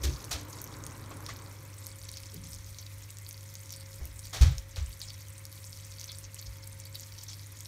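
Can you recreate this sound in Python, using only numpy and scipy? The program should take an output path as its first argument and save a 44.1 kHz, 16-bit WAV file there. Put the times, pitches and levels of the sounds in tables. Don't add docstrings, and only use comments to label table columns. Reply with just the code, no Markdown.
import sys
import numpy as np
from scipy import signal
from scipy.fft import rfft, irfft
from scipy.io import wavfile
from scipy.ndimage import map_coordinates

SR = 44100
rng = np.random.default_rng(int(sys.argv[2]) if len(sys.argv) > 2 else 0)


def dump_mix(stems):
    frames = np.atleast_2d(stems).T
    limited = np.clip(frames, -1, 1)
    pcm = np.round(limited * 32767).astype(np.int16)
    wavfile.write(sys.argv[1], SR, pcm)


def makeup_ratio(level_db):
    decades = np.asarray(level_db, float) / 20
    return 10 ** decades


N = 338247


def rms_one(x):
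    return x / np.sqrt(np.mean(x ** 2) + 1e-20)


def white(length=N):
    return rng.standard_normal(length)


def band(x, order, hz, kind):
    return signal.sosfilt(signal.butter(order, hz, kind, fs=SR, output="sos"), x)


def in_time(rows):
    start_s, *columns = np.transpose(rows)
    return [np.interp(np.arange(N) / SR, start_s, column) for column in columns]


def drift(rate_hz):
    r = np.exp(-80 * np.pi * rate_hz / SR)
    slow = signal.lfilter([1], [1, -2 * r, r * r], white(N // 40 + 2002))[2000:]
    return np.interp(np.arange(N) / 40, np.arange(len(slow)), rms_one(slow))


def colour(x, spectrum, tilt_db=0):
    hz = np.maximum(np.arange(2049) * SR / 4096, 10)
    point_hz, point_db = np.transpose(spectrum)
    db = np.interp(np.log(hz), np.log(point_hz), point_db)
    db = db + tilt_db * np.log2(np.maximum(hz, 150) / 4000)
    cepstrum = irfft(db * np.log(10) / 20)
    cepstrum[1:2048] *= 2
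    cepstrum[2049:] = 0
    response = irfft(np.exp(rfft(cepstrum)))
    return signal.fftconvolve(x, rms_one(response) / 64)[:len(x)]


def ring(clicks, hz, t60_s):
    r = makeup_ratio(-60 / (t60_s * SR))
    w = 2 * np.pi * min(hz, .45 * SR) / SR
    return signal.lfilter([0, np.sin(w)], [1, -2 * r * np.cos(w), r * r], clicks + 1e-18)


def add(out, start_s, sound):
    i = round(start_s * SR)
    out[i:i + len(sound)] += sound[:N - i]


def grainy_resonance(table, width, grain_db, sag_octaves):
    out = np.zeros(N)
    for start_s, level_db, pitch_hz, length_s in table:
        t = np.linspace(0, 1, round(1.8 * length_s * SR))
        read = np.cumsum(2 ** (sag_octaves * (.3 - t)))
        size = 2 * len(t)
        unevenness = makeup_ratio(grain_db * white(size // 90 + 1)).repeat(90)[:size]
        grains = white(size) * unevenness
        t60_s = 2.2 / (width * pitch_hz)
        resonant = ring(ring(grains, pitch_hz, t60_s), pitch_hz, t60_s)
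        sound = rms_one(map_coordinates(resonant, [read], order=3))
        swell = np.sin(np.pi * t ** 0.32) * makeup_ratio(4.0 - 6.8 * t)
        add(out, start_s, makeup_ratio(level_db) * swell * sound)
    return out


# (start_s, fizz_db, rumble_db)
SIMMER_CURVE = [(0.0, -53, -37), (0.17, -52, -56), (0.77, -55, -59), (1.3, -56, -58), (1.69, -57, -66),
                (2.09, -53, -56), (2.52, -55, -54), (3.54, -58, -66), (3.74, -55, -66), (3.97, -55, -56),
                (4.12, -57.5, -48.5), (4.44, -55, -69), (4.7, -58.5, -49), (4.93, -54, -56),
                (5.15, -56, -60), (6.45, -55, -61), (6.62, -56, -60), (7.67, -55, -66)]


def simmer():
    return in_time(SIMMER_CURVE)


# (pitch_hz, level_db per Hz)
PAN_COLOUR = [(590, -41), (1000, 6), (1590, -20.5), (2060, -9.5), (2760, -5.5), (3400, -9), (4820, -6.5),
              (5290, -5), (7680, -2.5), (12700, -10.5), (16200, -17)]


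def fizz(per_s, spread_db, clump_db, cycles):
    strengths = makeup_ratio(spread_db * np.minimum(rng.exponential(1, N), 3.5)) * rng.choice([-1, 1], N)
    clumps = [per_s * makeup_ratio(clump_db * drift(17)) / SR for size in ("large", "middle", "small")]
    draw = rng.random(N)
    dealt = rng.integers(0, 24, N)
    rings = 0
    for k, hz in enumerate(np.geomspace(1500, 15500, 24)):
        born = strengths * (draw < clumps[k // 8]) * (dealt == k)
        swelling = ring(born, hz, 1.2 / hz)
        rings = rings + ring(swelling, hz, cycles / hz) * (hz / 5000) ** 0.98
    return rms_one(colour(rings, PAN_COLOUR, tilt_db=3.0))


def rumble(rumble_db):
    return makeup_ratio(rumble_db) * rms_one(band(white(), 3, [38, 85], "band"))


# (start_s, level_db)
ROLL_CURVE = [
    (0.0, -49),
    (1.2, -48.5),
    (2.0, -60.5),
    (2.9, -64),
]
# (pitch_hz, level_db per Hz)
ROLLING_COLOUR = [(71, -30), (120, 6), (205, -11.5), (296, -0.5), (367, -9.5), (551, -9.5), (711, -17),
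                  (1030, -8.5), (2500, -24.5), (3250, -36), (5500, -120)]


def roll():
    return makeup_ratio(in_time(ROLL_CURVE)[0] + 0.63 * drift(11.0)) * rms_one(colour(white(), ROLLING_COLOUR))


# (pitch_hz, level_db per Hz)
ROOM_COLOUR = [(53, -25.5), (90, 1), (119, -12.5), (151, -11.5), (224, -21.5), (448, -29), (532, -33),
               (737, -34), (915, -29.5), (1750, -25), (2090, -19), (2830, -28.5), (6030, -25.5),
               (12600, -31), (16000, -33.5)]


def room_air(hiss_db):
    air = makeup_ratio(-54.5 + 0.2 * drift(1.4)) * rms_one(colour(white(), ROOM_COLOUR))
    treble = band(air, 2, 3000, "high")
    return air + treble * (makeup_ratio(hiss_db + 2.3 * drift(10.5)) - 1)


# (pitch_hz, level_db rms, wobble_db)
FRIDGE_TONES = [
    (99.8, -48.5, 0),
    (148.5, -66.5, 2),
    (505, -86, 4),
    (541, -68, -2.8),
    (597, -82, 1),
    (905, -80.5, -4),
]


def fridge():
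    t = np.arange(N) / SR
    out = np.zeros(N)
    for pitch_hz, level_db, wobble_db in FRIDGE_TONES:
        height = np.sqrt(2) * makeup_ratio(level_db + wobble_db * drift(1.56))
        out += height * np.sin(2 * np.pi * pitch_hz * t + 0.26 * drift(4.3))
    return out


# (start_s, level_db, rise_s, t60_s, tilt_db per octave)
SCUFF_EVENTS = [(.032, -29.5, 0.0035, 0.28, 4), (0.308, -28.5, 0.0045, 0.3, 3),
                (1.108, -45, 0.002, 0.17, -2), (1.284, -40.5, 0.003, 0.27, 1.5),
                (3.991, -41.5, 0.0099, 0.47, -6), (4.327, -34, 0.0053, 0.57, 1.5),
                (4.407, -29, 0.0052, 0.4, 1.5), (4.758, -39.5, 0.0041, 0.34, 1.5)]
# (pitch_hz, level_db per Hz)
SCUFFING_COLOUR = [(120, 0.5), (200, -17), (322, -6.5), (373, -11.5), (635, -7), (986, -12), (1080, -10),
                   (6050, -10.5), (16000, -31)]


def scuffs():
    out = np.zeros(N)
    t = np.arange(SR // 2) / SR
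    for start_s, level_db, rise_s, t60_s, tilt_db in SCUFF_EVENTS:
        noise = rms_one(colour(white(len(t)), SCUFFING_COLOUR, tilt_db))
        dull = band(noise, 2, 6500, "low")
        noise = dull + (noise - dull) * makeup_ratio(-40 * t / t60_s)
        grit = makeup_ratio(1.13 * white(len(t) // 210).repeat(210))
        swell = (1 + 0.55 * np.exp(-t / 0.011)) * (1 - np.exp(-t / rise_s)) ** 2
        add(out, start_s, makeup_ratio(level_db - 60 * t / t60_s) * swell * grit * noise)
    return out


# (start_s, level_db, pitch_hz, length_s)
BOARD_EVENTS = [(.035, -45, 340, 0.082), (.035, -53, 540, 0.081), (.06, -45, 132.6, 0.11),
                (.312, -51, 694, 0.062), (1.111, -50.5, 1110, 0.011), (1.288, -44, 1130, 0.0087),
                (1.29, -49, 2000, 0.031), (2.32, -54, 172, 0.23), (2.33, -60.5, 258, 0.18),
                (2.33, -59.5, 390, 0.073), (4.333, -52, 770, 0.062), (4.45, -33, 134, 0.083),
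                (4.41, -47.5, 270, 0.051), (4.412, -49.5, 420, 0.032), (4.764, -50.5, 517, 0.014)]


def boards():
    return grainy_resonance(BOARD_EVENTS, width=0.3, grain_db=1.5, sag_octaves=0)


# (start_s, peak_db, pitch_hz, length_s)
THUD_EVENTS = [(.0435, -23, 68, .075), (.333, -34, 72, .045), (4.015, -33, 70, .06), (6.465, -38, 57, .07),
               (4.409, -8.2, 63, .044), (4.454, -15, 83, .046), (4.502, -25, 65, .05),
               (4.565, -31, 55, .05), (4.413, -23, 120, .045), (4.7795, -25.5, 74, .026),
               (4.8045, -26, 72, .055), (4.86, -37, 55, .07), (.112, -35, 60, .08)]


def thuds():
    out = np.zeros(N)
    t = np.arange(SR // 2) / SR
    for start_s, peak_db, pitch_hz, length_s in THUD_EVENTS:
        swell = np.sin(np.pi * np.minimum(t / length_s, 1) ** .7)
        add(out, start_s, makeup_ratio(peak_db) * swell * np.sin(2 * np.pi * pitch_hz * t))
    return out


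def pops(table, cycles, tick_db, spread):
    out = np.zeros(N)
    click = signal.unit_impulse(500)
    crack = np.diff(ring(click, 7000, 3.5 / 7000), prepend=0)
    chances = rng.uniform(-1, 1, (len(table), 3))
    for (start_s, peak_db, pitch_hz), (sign, detune, hard) in zip(table, chances):
        crack_db = -4.0 + 4.0 * hard
        tick = makeup_ratio(tick_db) * ring(click, pitch_hz, 16.0 / pitch_hz) + makeup_ratio(crack_db) * crack * 2
        t60_s = cycles / pitch_hz
        second = ring(click, pitch_hz * (1 + spread * detune), t60_s)
        burst = tick + ring(click, pitch_hz, t60_s) + 0.86 * second
        add(out, start_s, np.sign(sign) * makeup_ratio(peak_db) * burst / np.abs(burst).max())
    return out


def lesser_bubbles(vigour_db, count, top_db, range_db, middle_hz, octaves):
    when, size, pitch = rng.random((count, 3)).T
    so_far = np.cumsum(makeup_ratio(2.5 * vigour_db))
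    start_s = np.interp(when * so_far[-1], so_far, np.arange(N) / SR)
    peak_db = top_db - range_db * size ** 2
    pitch_hz = middle_hz * 2 ** (2 * octaves * (2 * pitch - 1))
    return np.transpose([start_s, peak_db, pitch_hz])


# (start_s, peak_db, pitch_hz)
MIDDLE_BUBBLES = [(0.2427, -23, 6200), (0.6417, -27, 6000), (0.8388, -23, 6850), (0.8655, -19.5, 6500),
                  (1.8617, -27, 6500), (2.0907, -20, 5840), (2.1159, -21.5, 8650), (2.5325, -25, 5730),
                  (2.542, -25, 6740), (2.7856, -22, 5900), (3.1705, -25.5, 7100), (3.1857, -24, 8100),
                  (3.3103, -25, 6240), (3.5538, -21.5, 6540), (3.694, -28, 6300), (3.7059, -21.5, 6130),
                  (3.7281, -24, 5840), (3.7626, -24, 8000), (4.193, -21, 8700), (4.2701, -26, 7400),
                  (5.3806, -27, 8640), (5.704, -32.5, 7200), (5.997, -23, 6040), (6.0132, -19, 6050),
                  (6.0421, -23, 6040), (6.1183, -23, 5940), (6.3453, -24, 8150), (6.801, -24, 7360),
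                  (6.9973, -24, 6660), (7.6062, -23, 6940)]
# (start_s, peak_db, pitch_hz)
SMALL_BUBBLES = [(0.2481, -24, 10200), (0.6171, -18.5, 11700), (0.6417, -19.5, 12800), (0.8657, -22, 9400),
                 (1.1703, -29, 10200), (1.3676, -29, 13000), (1.8679, -19, 11800), (2.2029, -29, 10900),
                 (2.3432, -23, 11300), (2.5483, -25.5, 9900), (3.1054, -23.5, 9750), (3.2903, -22, 12400),
                 (3.3283, -25.5, 11200), (3.5407, -25.5, 14400), (3.7238, -25, 12400), (4.0549, -21, 13400),
                 (4.2552, -27, 12900), (5.0163, -26, 10850), (5.4534, -23, 11200), (5.5272, -27, 11800),
                 (6.1186, -27, 10700), (6.1859, -22.5, 9600), (6.3446, -24, 11200), (6.4145, -27, 11900),
                 (6.6752, -23, 11400), (6.8537, -26, 11200), (6.9553, -22.5, 12600), (7.0086, -26, 12700),
                 (7.2371, -26, 13500), (7.6076, -25.5, 12600)]
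# (start_s, peak_db, pitch_hz)
LARGE_BUBBLES = [(0.5303, -25, 5300), (1.2643, -18.5, 5230), (1.868, -29.5, 4300), (2.0159, -29, 5700),
                 (2.1253, -37, 5400), (2.1397, -28, 4530), (2.1714, -20, 5430), (2.1837, -30, 4500),
                 (2.2335, -29, 5560), (2.2587, -31, 5330), (2.8652, -27.5, 4500), (3.2651, -29, 4440),
                 (3.7381, -25, 4600), (4.5825, -17, 5600), (4.7605, -23.5, 4430), (5.0161, -22.5, 4360),
                 (5.1041, -25, 4560), (5.4532, -28, 5130), (5.5272, -32.5, 4640), (5.6426, -27, 5370),
                 (5.7295, -26, 5140), (5.9175, -30, 5700), (6.0781, -31, 5230), (6.1483, -29, 5600),
                 (6.3976, -28, 4630), (6.6383, -34, 5300), (6.955, -22.5, 4440), (7.3323, -27, 5050),
                 (7.3436, -33, 5600), (7.657, -25, 5370)]


def single_bubbles(fizz_db):
    lesser_pops = lesser_bubbles(fizz_db, count=180, top_db=-32, range_db=9, middle_hz=5800, octaves=.22)
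    lesser_snaps = lesser_bubbles(fizz_db, count=60, top_db=-33, range_db=11, middle_hz=11700, octaves=.15)
    single = pops([*LARGE_BUBBLES, *MIDDLE_BUBBLES], cycles=28.0, tick_db=-5, spread=.25) * makeup_ratio(-1.5)
    single = single + pops(SMALL_BUBBLES, cycles=29.0, tick_db=-15, spread=0.19)
    single = single + pops(lesser_pops, cycles=26.0, tick_db=-3, spread=.2)
    single = single + pops(lesser_snaps, cycles=30.0, tick_db=-6, spread=.15)
    return band(single, 2, 2500, "high")


# (start_s, level_db, pitch_hz, length_s)
SPUTTER_EVENTS = [(.525, -52, 6100, 0.026), (2.151, -55, 5400, 0.033), (2.784, -52, 5800, 0.035),
                  (3.699, -54, 5500, 0.077), (4.235, -52.5, 5350, 0.04), (4.708, -52, 6500, 0.015),
                  (5.002, -48, 5800, 0.013), (5.016, -48, 4240, 0.028), (5.018, -50, 7500, .035),
                  (5.079, -48.5, 5250, 0.029), (5.14, -54, 5500, 0.012), (5.999, -57.5, 5760, 0.048),
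                  (6.08, -50, 5200, 0.011), (6.09, -46.5, 3880, 0.023), (6.12, -53, 5000, 0.028),
                  (6.238, -48.5, 6040, 0.021), (6.389, -49, 6360, 0.015), (6.46, -52, 5600, .015),
                  (6.625, -53.5, 5170, 0.019), (7.03, -49, 5570, 0.011), (6.942, -47, 4700, 0.024),
                  (7.184, -48, 5560, .008), (7.205, -53, 5450, 0.023), (7.232, -52, 7500, 0.011),
                  (7.281, -46, 5500, .024), (7.29, -54, 3550, .035), (7.298, -47, 6800, 0.012),
                  (7.31, -55, 5030, 0.048)]


def sputters():
    return grainy_resonance(SPUTTER_EVENTS, width=.3, grain_db=4.0, sag_octaves=.55)


def hood_and_walls(x, echo_db, tail_db, tail_t60_s):
    t = np.arange(int(.25 * SR)) / SR
    tail = white(len(t)) * makeup_ratio(tail_db - 60 * t / tail_t60_s) * (t > .001)
    tail[round(.0039 * SR)] += makeup_ratio(echo_db)
    return x + signal.fftconvolve(x, tail)[:N]


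def scene():
    fizz_db, rumble_db = simmer()
    hiss_db = 0.37 * (fizz_db - fizz_db.mean())
    house = rumble(rumble_db + 2.5) + roll() + room_air(hiss_db)
    steps = scuffs() + boards() + thuds()
    sizzle = makeup_ratio(fizz_db - 0.5) * fizz(per_s=1300, spread_db=6.0, clump_db=5.0, cycles=32.0)
    bursts = sizzle + single_bubbles(fizz_db) + sputters()
    pan = hood_and_walls(bursts, echo_db=-17, tail_db=-33, tail_t60_s=.08)
    return (pan + house + fridge() + steps)[None]


def gain_control(x):
    from_level_db, share, recover_db_per_s, lag_s = -28.5, 0.088, 48, .12
    fall = recover_db_per_s * np.arange(N) / SR
    level_db = 20 * np.log10(np.abs(x) + 1e-9)
    held_db = np.maximum.accumulate(level_db + fall, axis=-1) - fall
    r = np.exp(-1 / (lag_s * SR))
    excess_db = signal.lfilter([1 - r], [1, -r], np.maximum(held_db - from_level_db, 0))
    return x * makeup_ratio(-share * excess_db)


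# (pitch_hz, width_hz, depth 0-1)
HOB_DIPS = [
    (2800, 450, .4),
    (4900, 300, .35),
    (7600, 700, .3),
    (10400, 1000, .4),
]


def hob_reflection(x):
    for pitch_hz, width_hz, depth in HOB_DIPS:
        peak = signal.iirpeak(pitch_hz, pitch_hz / width_hz, fs=SR)
        x = x - np.clip(depth, 0, 1) * signal.lfilter(*peak, x)
    return x


def roll_off(x):
    return signal.sosfilt(signal.butter(12, 16810, fs=SR, output="sos"), x)


def record(dry):
    mix = hob_reflection(gain_control(dry))
    mix = signal.sosfilt(signal.cheby2(14, 36, 15900, fs=SR, output="sos"), mix)
    return roll_off(mix)


dry = scene()
out = record(dry)
dump_mix(out)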